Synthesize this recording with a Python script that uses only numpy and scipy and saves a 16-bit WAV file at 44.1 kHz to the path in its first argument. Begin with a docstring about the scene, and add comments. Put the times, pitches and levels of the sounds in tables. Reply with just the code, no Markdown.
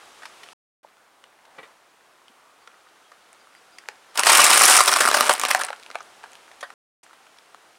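"""Outdoors on gritty asphalt: a creeping car's tyre crushes a packet of dry instant noodles at the microphone.
Air is coloured noise in three stretches with silence between; grit pops are filtered splinter bursts.
Crumbling is thousands of damped sine grains; fractures and wrapper snaps are bursts, most coloured by the wheel.
Clunks, taps, chirps, a drifting tone, tyre rumble, boom and a short echo under the car complete it."""
import sys
import numpy as np
from scipy import signal
from scipy.fft import rfft, irfft, next_fast_len
from scipy.io import wavfile
from scipy.ndimage import uniform_filter1d, minimum_filter1d, map_coordinates

SR = 44100
rng = np.random.default_rng(int(sys.argv[2]) if len(sys.argv) > 2 else 0)


def output_pcm(signal):
    """Save a mono or channel-first signal as 16-bit PCM at the path in sys.argv[1].

    Samples are clipped to [-1, 1] before scaling.
    """
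    pcm = np.clip(np.atleast_2d(signal).T, -1, 1) * 32767
    wavfile.write(sys.argv[1], SR, np.round(pcm).astype(np.int16))


N = 343098
TIME = np.arange(N) / SR
TOP_HZ = 15950
RING = 8192  # samples in one burst or impulse response
# bands: low_hz, high_hz
ZONES = [(20, 2000), (2000, 6000), (6000, 16000)]


def amp(db):
    """Decibels to gain."""
    return 10 ** (np.asarray(db) / 20)


def unit(x):
    """Scale to rms 1."""
    return x / np.sqrt(np.mean(x ** 2) + 1e-30)


def along(points, hz):
    """Interpolate (Hz, value) points on a log frequency axis."""
    f, v = np.transpose(points)
    return np.interp(np.log(hz + 1), np.log(f + 1), v)


def at_time(points, s):
    """Interpolate (s, value) points at times s."""
    return np.interp(s, *np.transpose(points))


def curves(rows):
    """One value per sample for each column after the time."""
    s, *cols = np.transpose(rows)
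    return [np.interp(TIME, s, c) for c in cols]


def wobble(rate_hz):
    """Smooth random curve with rate_hz knots a second."""
    knots = rng.standard_normal(int(N * rate_hz / SR) + 4)
    return map_coordinates(knots, [TIME * rate_hz])


def filtered(x, response):
    """Multiply the spectrum of x by a function of frequency."""
    m = next_fast_len(N + RING)
    return irfft(rfft(x, m) * response(np.fft.rfftfreq(m, 1 / SR)), m)[:N]


def noise(response):
    """White noise through a response of frequency."""
    return filtered(rng.standard_normal(N), response)


def zone(hz, lo, hi, order=10):
    """Smooth band-pass gain."""
    return 1 / np.sqrt((1 + (lo / (hz + 1)) ** order) * (1 + (hz / hi) ** order))


def causal(gain):
    """Minimum-phase impulse response with this gain shape, by folding the cepstrum."""
    cepstrum = irfft(np.log(np.maximum(gain / gain.max(), 1e-6)))
    cepstrum[1:RING // 2] *= 2
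    cepstrum[RING // 2 + 1:] = 0
    return irfft(np.exp(rfft(cepstrum)))


def add(track, s, sound):
    """Mix a sound in at time s."""
    part = track[max(round(s * SR), 0):][:len(sound)]
    part += sound[:len(part)]


def grains(rate_hz, lo_hz, hi_hz, cycles, spread_db, share=((0, 1),), size=200):
    """Random tiny fractures: damped sines of random pitch and strength; share thins them over time."""
    draw = rng.random((int(rate_hz * N / SR), 4))
    pitch_hz = lo_hz * (hi_hz / lo_hz) ** draw[:, :1]
    strength = amp(spread_db * np.minimum(-np.log(1 - draw[:, 1:2]), 4))
    kept = np.clip(at_time(share, draw[:, 2:3] * N / SR), .02, 1)
    # fewer grains are stronger, so mean power holds
    strength = strength * (draw[:, 3:] < kept) / np.sqrt(kept)
    turns = pitch_hz * np.arange(size) / SR
    waves = strength * np.sqrt(pitch_hz) * np.sin(2 * np.pi * turns) * np.exp(-turns / cycles)
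    places = (draw[:, 2:3] * N).astype(int) + np.arange(size)
    return np.bincount(places.ravel(), waves.ravel())[:N]


# sounding stretches: start_s, end_s
STRETCHES = [(0, .533), (.831, 6.739), (7.031, 7.8)]
# outdoor air, a row per stretch, before trim: murmur_db, hiss_db
AIR = [(-52, -54), (-62, -71.5), (-56.8, -60.5)]
# rolling car in the second stretch; CAR_PASS_S: time to creep one microphone distance
CAR_NEAREST_S, CAR_PASS_S, CAR_MURMUR_DB, CAR_HISS_DB = 5.62, 1.335, -52.5, -55.5
SWELL_S, SWELL_WIDTH_S, SWELL_MURMUR_DB, SWELL_HISS_DB = 1.63, 0.11, 7.5, 4.5


def air_levels():
    """Murmur and hiss dB: steady air plus the car by inverse distance, and one brief swell."""
    stretch = np.searchsorted([start for start, end in STRETCHES], TIME, side="right") - 1
    car = (stretch == 1) / np.hypot(1, (TIME - CAR_NEAREST_S) / CAR_PASS_S)
    level = np.hypot(amp(AIR)[stretch].T, amp([[CAR_MURMUR_DB], [CAR_HISS_DB]]) * car)
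    swell = np.exp(-((TIME - SWELL_S) / SWELL_WIDTH_S) ** 2)
    return 20 * np.log10(level) + np.outer([SWELL_MURMUR_DB, SWELL_HISS_DB], swell)


# air spectrum: freq_hz, gain_db
AIR_COLOUR = [(25, -21), (80, -16.5), (170, -11), (350, -2), (600, 0.5), (780, 3), (950, 1.5), (1400, 1.5),
              (2300, -5), (4500, -12), (7500, -15.5), (9600, -16), (12000, -26), (16000, -35)]


def air(murmur_trim_db=-0.62, sand_db=-7.0):
    """Coloured-noise murmur and hiss; sand under the tyres is grains that follow the hiss level."""
    murmur_db, hiss_db = air_levels()

    def band(x, lo, hi):
        return unit(filtered(x, lambda hz: amp(along(AIR_COLOUR, hz)) * zone(hz, lo, hi)))

    murmur = band(rng.standard_normal(N), 10, 2500)
    hiss = band(rng.standard_normal(N), 2500, 20000)
    sand = band(grains(220, 1200, 11000, cycles=1.2, spread_db=8), 900, 15000)
    low = amp(murmur_db + murmur_trim_db + 0.56 * wobble(14)) * murmur
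    return low + amp(hiss_db) * (hiss + amp(sand_db) * sand)


# distant narrow rushing tone: time_s, pitch_hz, level_db
DRIFT = [(0, 1250, -57), (.3, 1194, -63), (.83, 1224, -72), (1.5, 859, -60.5), (1.9, 1050, -77),
         (2.5, 1198, -63), (4, 1457, -68), (5.8, 800, -66.5), (7.78, 780, -76)]


def drifting_tone(flutter_hz=160):
    """A gliding sine multiplied by low-passed noise becomes a narrow rush."""
    pitch_hz, level_db = curves(DRIFT)
    flutter = unit(noise(lambda hz: zone(hz, 0, flutter_hz, order=4)))
    phase = 2 * np.pi * np.cumsum(pitch_hz) / SR + wobble(90)
    return amp(level_db) * unit(flutter * np.sin(phase))


# faint chirps: centre_s, pitch_hz, peak_db
CHIRPS = [(2.63, 4550, -65), (2.89, 4730, -71), (3.07, 3260, -61), (3.41, 4760, -63), (3.57, 4800, -60),
          (3.74, 4870, -58), (3.92, 5040, -66), (4.11, 5200, -63)]


def chirps(length_s=.05, glide=.025, waver=0.0088):
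    """Short thin sine whistles glide a little up or down; glide and waver are pitch fractions."""
    out, u = np.zeros(N), np.linspace(-1, 1, int(length_s * SR))
    for s, hz, db in CHIRPS:
        bend = glide * rng.standard_normal() * u / 2
        shake = unit(uniform_filter1d(rng.standard_normal(len(u)), size=100))
        pitch_hz = hz * (1 + bend + waver * shake)
        tone = np.sin(2 * np.pi * np.cumsum(pitch_hz) / SR)
        add(out, s - length_s / 2, amp(db) * (1 - u ** 2) * tone)
    return out


# dull taps and thuds: envelope_peak_s, pitch_hz, level_db
TAPS = [(.848, 895, -38), (.849, 590, -43), (2.303, 251, -57.5), (5.296, 578, -14.5), (5.705, 596, -32.5),
        (6.631, 580, -30.5)]


def taps(cycles=1.88):
    """Soft contacts: sines that swell and die within a few cycles."""
    out, t = np.zeros(N), np.arange(SR // 10) / SR
    for s, hz, db in TAPS:
        u = hz * t / cycles
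        envelope = u ** 2 * np.exp(2 * (1 - u))
        add(out, s - cycles / hz, amp(db) * envelope * np.sin(2 * np.pi * hz * t))
    return out


# double clunk of the running gear: start_s, level_db, brightness_db_per_octave, rise_s, t60_s
CLUNKS = [(1.580, -38, 2.5, 0.0097, 0.056), (1.628, -42.5, 5.5, 0.0022, 0.096)]
# metal modes: freq_hz, gain_db
GEAR = [(170, -13), (310, -4.5), (440, 3), (530, 1.5), (820, -10), (1100, -3), (1200, -5), (1950, -5),
        (2320, -8), (3650, -17)]
# rattle spectrum: freq_hz, gain_db
RATTLE = [(40, -27), (150, -5), (450, -2), (1200, -4), (2400, -7), (4000, -20), (7000, -38), (16000, -53)]


def clunks(rattle_db=-4):
    """Two dull knocks ring the same metal modes at new strengths, plus coloured rattle noise."""
    out, t = np.zeros(N), np.arange(SR // 2) / SR
    for s, db, bright_db, rise_s, t60_s in CLUNKS:
        def tilt_db(hz):
            return bright_db * np.log2(hz + 1)

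        ring = np.zeros(len(t))
        for hz, mode_db in GEAR:
            strength = amp(mode_db + tilt_db(hz) + 2 * rng.standard_normal())
            ring += strength * np.sin(2 * np.pi * (hz * t + rng.random()))
        rattle = noise(lambda hz: amp(along(RATTLE, hz) + tilt_db(hz)))[:len(t)]
        shape = (1 - np.exp(-t / rise_s)) ** 2 * amp(-60 * t / t60_s)
        mix = unit(unit(ring) + amp(rattle_db) * unit(rattle))
        add(out, s, amp(db) * mix * shape / shape.max())
    return out


# echo decay under the car: freq_hz, t60_s
TAIL = [(200, 0.083), (1200, 0.24), (5000, 0.17), (14000, 0.052)]


def underbody(x, count=4):
    """Diffuse echo between road and car, 2 ms late; four noise tails crossfade cyclically each second."""
    out = np.zeros(N)
    for k in range(count):
        hz, t, z = signal.stft(rng.standard_normal(SR // 3), SR, nperseg=256)
        decay = amp(-60 * t / along(TAIL, hz)[:, None])
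        tail = signal.istft(z * decay, SR, nperseg=256)[1]
        delayed = np.pad(tail / np.linalg.norm(tail), (int(.002 * SR), 0))
        share = np.maximum(np.cos(2 * np.pi * (TIME - k / count)), 0) ** 2
        out += signal.fftconvolve(x * share, delayed)[:N]
    return out


# resonances of wheel and gap beneath, boost before ringing factor: centre_hz, width_hz, boost_db
WHEEL = [(248, 18, 7), (590, 56, 7.5), (747.5, 64, 5.5), (1054, 45, 2.5), (1200, 71, 4), (1370, 70, 2),
         (1750, 35, 2.5), (2530, 90, -0.5)]


def wheel_db(hz):
    """Sum of resonance boosts of the wheel."""
    return sum(db / (1 + (2 * (hz - centre) / width) ** 2) for centre, width, db in WHEEL)


PITCH_OCTAVES = .38  # width of the pitch emphasis


def bursts(rows, colour, ringing, splinters, pitch_db, variety_db, trim_db):
    """Each break is one push plus a swelling, dying splinter shower; level is rms over 10 ms before trim."""
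    out, t, hz = np.zeros(N), np.arange(RING) / SR, np.fft.rfftfreq(RING, 1 / SR)
    knots_hz = np.geomspace(300, TOP_HZ, 24)
    body_db = along(colour, hz) + ringing * wheel_db(hz)
    for s, *levels_db, pitch_hz, span_s in rows:
        # each fragment has its own pitch and colour
        note_db = pitch_db * np.exp(-(np.log2((hz + 1) / pitch_hz) / PITCH_OCTAVES) ** 2)
        luck = along(np.c_[knots_hz, rng.standard_normal(len(knots_hz))], hz)
        own = amp(body_db + note_db + variety_db * luck)
        power = sum((amp(db) * unit(own * zone(hz, lo, hi))) ** 2
                    for db, (lo, hi) in zip(levels_db, ZONES))
        age = t / (span_s + 1e-5)
        draw = rng.standard_normal(RING)
        shower = draw * np.abs(draw) * np.sqrt(age) * np.exp(-age)
        # longer break: first push counts less
        force = shower / np.linalg.norm(shower) * np.sqrt(splinters * span_s)
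        force[0] = 1
        sound = signal.fftconvolve(force, causal(np.sqrt(power)))[:RING]
        size = np.linalg.norm(amp(levels_db)) * np.sqrt(SR / 100)
        add(out, s, amp(trim_db) * size * sound / np.linalg.norm(sound))
    return out


def shared(db, balance_db):
    """Share a level out between the three bands."""
    return db + balance_db - 20 * np.log10(np.linalg.norm(amp(balance_db)))


# nominal band centres, plain values: centre_hz
ZONE_HZ = (1100, 3500, 9000)


def around(db, pitch_hz, fall_db):
    """Band levels that fall by fall_db for each octave from the pitch."""
    return shared(db, -fall_db * np.abs(np.log2(np.divide(ZONE_HZ, pitch_hz))))


SHORT_BREAK_S = .0005  # splintering time of a foil crease or grit ping
# fine grit as the tread rolls off; level before trims
PING_FROM_S, PING_TO_S, PING_DB, PING_SPREAD_DB, PING_HZ = 5.75, 6.4, -50.5, 4, 4800
# grit under the tread, level before trims: start_s, level_db, pitch_hz, splintering_s
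GRIT = [(.2214, -43, 1400, .003), (0.232, -39.5, 1400, 0.003), (0.2545, -36, 1900, 0.0039),
        (0.4332, -41.5, 2820, .0036), (0.4879, -44.5, 2200, 0.00077), (1.2401, -47.5, 2100, 0.0011),
        (1.4528, -54.5, 3300, .003), (2.282, -50.5, 3200, 0.00076), (2.675, -42, 1600, .0015),
        (3.118, -45, 1300, 0.002), (3.3302, -49, 9030, 0.00053), (3.5508, -49.5, 1800, 0.00055),
        (3.785, -39.5, 5400, 0.0016), (3.8874, -29, 2000, .0001), (5.685, -29.5, 1580, .0036),
        (5.7043, -29, 990, 0.0009), (5.7296, -30.5, 1200, 0.002), (5.863, -42.5, 2700, .001),
        (5.9026, -38, 1294, 0.00074), (5.9137, -41, 2300, 0.00058), (5.9472, -39.5, 1300, 0.00088),
        (5.9552, -25, 1160, 0.00095), (6.0056, -36, 1170, .0025), (6.2379, -36, 1090, 0.0029),
        (6.5146, -47.5, 1990, .003), (6.6084, -39, 6500, 0.0044), (6.6286, -28, 1190, 0.0066),
        (6.7035, -40.5, 1406, .001), (7.034, -49.5, 7500, 0.0055), (7.131, -48.5, 1630, 0.0042),
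        (7.2668, -51, 1444, .0028), (7.386, -50.5, 4500, .001), (7.5464, -42.5, 1300, .0005)]


def stones(fall_db=6.5, mid_db=1, high_db=-2.0, count=12):
    """Stones pop, brighter at higher pitch; fine grit pings at random behind the packet."""
    middle_s, half_s = (PING_FROM_S + PING_TO_S) / 2, (PING_TO_S - PING_FROM_S) / 2
    pings = [(middle_s + half_s * luck[0], PING_DB + PING_SPREAD_DB * luck[1],
              PING_HZ * 2 ** luck[2], SHORT_BREAK_S)
             for luck in rng.uniform(-1, 1, (count, 3))]
    return [(s, *(around(db, pitch_hz, fall_db) + [0, mid_db, high_db]), pitch_hz, span_s)
            for s, db, pitch_hz, span_s in [*GRIT, *pings]]


def tread(packet, rumble_db=-52.0, top_hz=150):
    """The tyre settles on the block: low noise whose power follows the level of the breaking."""
    effort = np.sqrt(np.abs(uniform_filter1d(packet ** 2, size=900)))
    return amp(rumble_db) * effort * unit(noise(lambda hz: zone(hz, 45, top_hz, order=4)))


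LOAD_S, LOAD_WIDTH_S, BOOM_DB, BOOM_HZ = 5.17, .25, -4.5, 660


def boom(packet, lowest_hz=100):
    """Under full weight the breaking drives the tyre: its low band is added around LOAD_S."""
    load = np.exp(-((TIME - LOAD_S) / LOAD_WIDTH_S) ** 2)
    return amp(BOOM_DB) * load * filtered(packet, lambda hz: zone(hz, lowest_hz, BOOM_HZ))


# crumbling low band before trim: time_s, level_db
EFFORT = [(4.145, -55), (4.195, -22.5), (4.22, -35), (4.28, -16), (4.39, -15.5), (4.57, -19.5),
          (4.72, -16.5), (4.785, -20.5), (4.85, -28.5), (4.94, -26), (5.13, -28.5), (5.32, -26),
          (5.36, -38), (5.5, -29), (5.65, -37), (5.78, -63)]
# treble over low band, dull once the tyre covers the packet: time_s, treble_db
TREBLE = [(4.2, -4.5), (4.35, -2), (4.65, 3.5), (4.85, 1), (5.05, -1.5), (5.7, -7)]
MID_DB, MID_FOLLOWS = -1.5, 0.15  # middle band over low; its share of the treble change


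def crumble_levels(s):
    """Low, middle and high band dB of the crumbling at times s, before trim."""
    effort_db, treble_db = at_time(EFFORT, s), at_time(TREBLE, s)
    return np.array([effort_db, effort_db + MID_DB + MID_FOLLOWS * treble_db, effort_db + treble_db])


def uneven_times(count):
    """Jittered moments over the crush."""
    return np.interp(np.arange(count) + rng.random(count), [0, count], [EFFORT[1][0], EFFORT[-2][0]])


# share of the block still breaking up: time_s, share_0_to_1
BREAKING_SHARE = [(4.2, 0.47), (4.3, 0.98), (4.78, 0.95), (4.88, 0.71), (5.3, 0.57), (5.4, 0.32)]
# crumbling spectrum: freq_hz, gain_db
CRUMBLE_COLOUR = [(24, -54.5), (60, -38.5), (130, -34), (215, -23.5), (260, -17.5), (420, -6.5),
                  (600, -11.5), (1040, 0.5), (2440, 0.5), (3300, -4), (5400, -5.5), (6600, -14.5),
                  (9220, -7.5), (12100, -20.5), (14100, -18.5), (16000, -31)]


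def crumble(clump_db=2.0, ringing=0.94, trim_db=-2.0, wrapper_db=-5):
    """Noodle strands break by the thousand as clumped grains while foil creases crinkle."""
    clumps = amp(clump_db * wobble(260))
    sizes = [grains(1800, 600, 2400, cycles=0.65, spread_db=1.5, share=BREAKING_SHARE),
             grains(1700, 2000, 7000, cycles=0.6, spread_db=1.5, share=BREAKING_SHARE),
             grains(1900, 5000, 14500, cycles=0.34, spread_db=0.5, share=BREAKING_SHARE)]

    def band(x, lo, hi):
        return unit(filtered(x, lambda hz: zone(hz, lo, hi)
                             * amp(along(CRUMBLE_COLOUR, hz) + ringing * wheel_db(hz))))

    levels_db = crumble_levels(TIME)
    out = np.zeros(N)
    for strands, (lo, hi), db in zip(sizes, ZONES, levels_db):
        out += amp(db + trim_db) * band(strands * clumps, lo, hi)
    creases = grains(170, 5300, 13000, cycles=2.4, spread_db=6.5)
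    out += amp(levels_db[-1] + wrapper_db) * band(creases, 3000, TOP_HZ)
    return out * (TIME > EFFORT[0][0]) * (TIME < EFFORT[-1][0])


# small wrapper ticks: level over crumbling treble before trim, scatter, typical pitch
TICK_DB, TICK_SPREAD_DB, TICK_HZ = 2, 1, 7500
# sharp wrapper snaps, level before trim: start_s, level_db, pitch_hz
SNAPS = [(4.1945, -16, 8500), (4.235, -17, 3140), (4.7765, -9, 9000), (4.8595, -21, 9000),
         (4.9385, -16.5, 5470), (4.9911, -29.5, 8730), (5.059, -20.5, 4600), (5.079, -20, 9350),
         (5.329, -24, 9350), (5.337, -22, 9900), (5.352, -28.5, 2580), (5.3973, -23.5, 8700),
         (5.4149, -25.5, 7300), (5.4514, -19, 2280), (5.5125, -14, 3850), (5.6357, -27, 2970),
         (5.649, -28, 8950)]


def snaps(fall_db=4.5, count=30):
    """Foil creases give way in single bright ticks, some loud and many small."""
    small = [(s, crumble_levels(s)[-1] + TICK_DB + TICK_SPREAD_DB * luck[0], TICK_HZ * 2 ** (luck[1] / 2))
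             for s, luck in zip(uneven_times(count), rng.uniform(-1, 1, (count, 2)))]
    return [(s, *around(db, pitch_hz, fall_db), pitch_hz, SHORT_BREAK_S)
            for s, db, pitch_hz in [*SNAPS, *small]]


CRACK_HZ, CRACK_SCATTER_OCTAVES = 1280, .12
# level over crumbling before trim, scatter, typical splintering time
SMALL_CRACK_DB, SMALL_CRACK_SPREAD_DB, SMALL_CRACK_S = -.5, 3, 0.0022


def small_fractures(count=52):
    """Lesser breaks come unevenly, with level and brightness scattered around the crumbling."""
    return [(s, *(crumble_levels(s) + SMALL_CRACK_DB + SMALL_CRACK_SPREAD_DB * luck[:3]),
             CRACK_HZ * 2 ** (luck[3] / 2), SMALL_CRACK_S * 2 ** (luck[4] / 2))
            for s, luck in zip(uneven_times(count), rng.standard_normal((count, 5)))]


# loud fractures, levels before trims: start_s, level_db, treble_db, splintering_s
CRACKS = [(4.1562, -30.5, -4.5, .003), (4.175, -19.5, 1.5, 0.0025), (4.1866, -21, -17, 0.0019),
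          (4.2686, -10.5, 3, 0.004), (4.3011, -14, 0, .003), (4.3325, -15, 7, 0.0019),
          (4.3912, -9.5, -9.5, 0.0046), (4.5303, -11.5, 8.5, 0.0042), (4.5719, -16, 0.5, 0.0029),
          (4.6354, -12.5, 1.5, .004), (4.7386, -17, -7, 0.0021), (4.7875, -12.5, -10.5, 0.0026),
          (4.8053, -8, -6, 0.0016), (4.877, -10, 0, .0054), (4.8917, -17, -5.5, 0.0023),
          (4.918, -23, 2, 0.0024), (4.925, -15.5, -10, 0.0036), (4.9605, -14, -4.5, 0.0036),
          (5.0053, -12.5, -3, 0.0049), (5.0186, -19.5, -1, .0033), (5.0407, -21, -4, 0.0022),
          (5.0531, -14.5, -12, 0.00041), (5.0752, -14, -12.5, .0008), (5.086, -15, -7, 0.002),
          (5.1142, -17.5, -4.5, 0.00063), (5.1437, -11, -5, 0.0039), (5.1679, -15.5, -4, 0.0045),
          (5.1821, -18.5, -5, 0.01), (5.2082, -9.5, -2, 0.00048), (5.2578, -22.5, -5.5, 0.0062),
          (5.2942, -8.5, -8, 0.003), (5.3072, -14.5, -13.5, 0.0032), (5.436, -18.5, -13, 0.00051),
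          (5.4864, -24, -5, 0.0039), (5.5042, -17, -3, 0.0055), (5.5484, -12.5, -14.5, .0007),
          (5.5984, -25, -10, .003), (5.611, -20, -5, 0.0039)]


def fractures(mid_db=-0.16, high_db=-1.85):
    """Loud breaks of the block lie near one pitch and differ in brightness."""
    pitches_hz = CRACK_HZ * 2 ** (CRACK_SCATTER_OCTAVES * rng.standard_normal(len(CRACKS)))
    return [(s, *shared(db, np.array([0, treble_db + mid_db, treble_db + high_db])), pitch_hz, span_s)
            for (s, db, treble_db, span_s), pitch_hz in zip(CRACKS, pitches_hz)]


# fracture spectrum: freq_hz, gain_db
CRACK_COLOUR = [(30, -60.5), (120, -46), (220, -19), (450, -6), (900, 2), (1400, 4.5), (2000, -2.5),
                (3500, -7.5), (5200, -8), (6800, -13), (9300, -8.5), (12000, -22.5), (14000, -19.5),
                (16000, -25.5)]
# grit spectrum: freq_hz, gain_db
GRIT_COLOUR = [(30, -43), (200, -36), (480, -1.5), (1000, 6.5), (1600, 3), (3000, -5), (6000, -12),
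               (10000, -14.5), (12500, -29.5), (16000, -31)]


def scene():
    """Mix the packet at the microphone with grit, their echo, the car and the air."""
    breaks = fractures() + snaps() + small_fractures()
    cracks = bursts(breaks, CRACK_COLOUR, ringing=1.3, splinters=2500,
                    pitch_db=4.5, variety_db=3.5, trim_db=-1.4)
    packet = crumble() + cracks
    grit = bursts(stones(), GRIT_COLOUR, ringing=0, splinters=1500,
                  pitch_db=6.0, variety_db=3.5, trim_db=-1.5)
    echo = underbody(amp(-12.5) * packet + amp(-13) * grit)
    background = air() + drifting_tone() + chirps() + taps() + clunks()
    return (background + echo + grit + tread(packet) + boom(packet) + packet)[None]


FLOOR_DB = -74  # microphone hiss


def record(dry):
    """Microphone hiss, silence between stretches, a fast limiter near full scale, and the band limit."""
    live = sum((TIME >= start) & (TIME < end) for start, end in STRETCHES)
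    hiss = unit(noise(lambda hz: zone(hz, 6000, TOP_HZ, order=4)))
    x = (dry[0] + amp(FLOOR_DB) * hiss) * live
    needed_gain = .97 / np.maximum(np.abs(x), .97)
    x = x * uniform_filter1d(minimum_filter1d(needed_gain, size=25), size=21)
    return filtered(x, lambda hz: zone(hz, 0, TOP_HZ, order=200))[None]


dry = scene()
out = record(dry)
output_pcm(out)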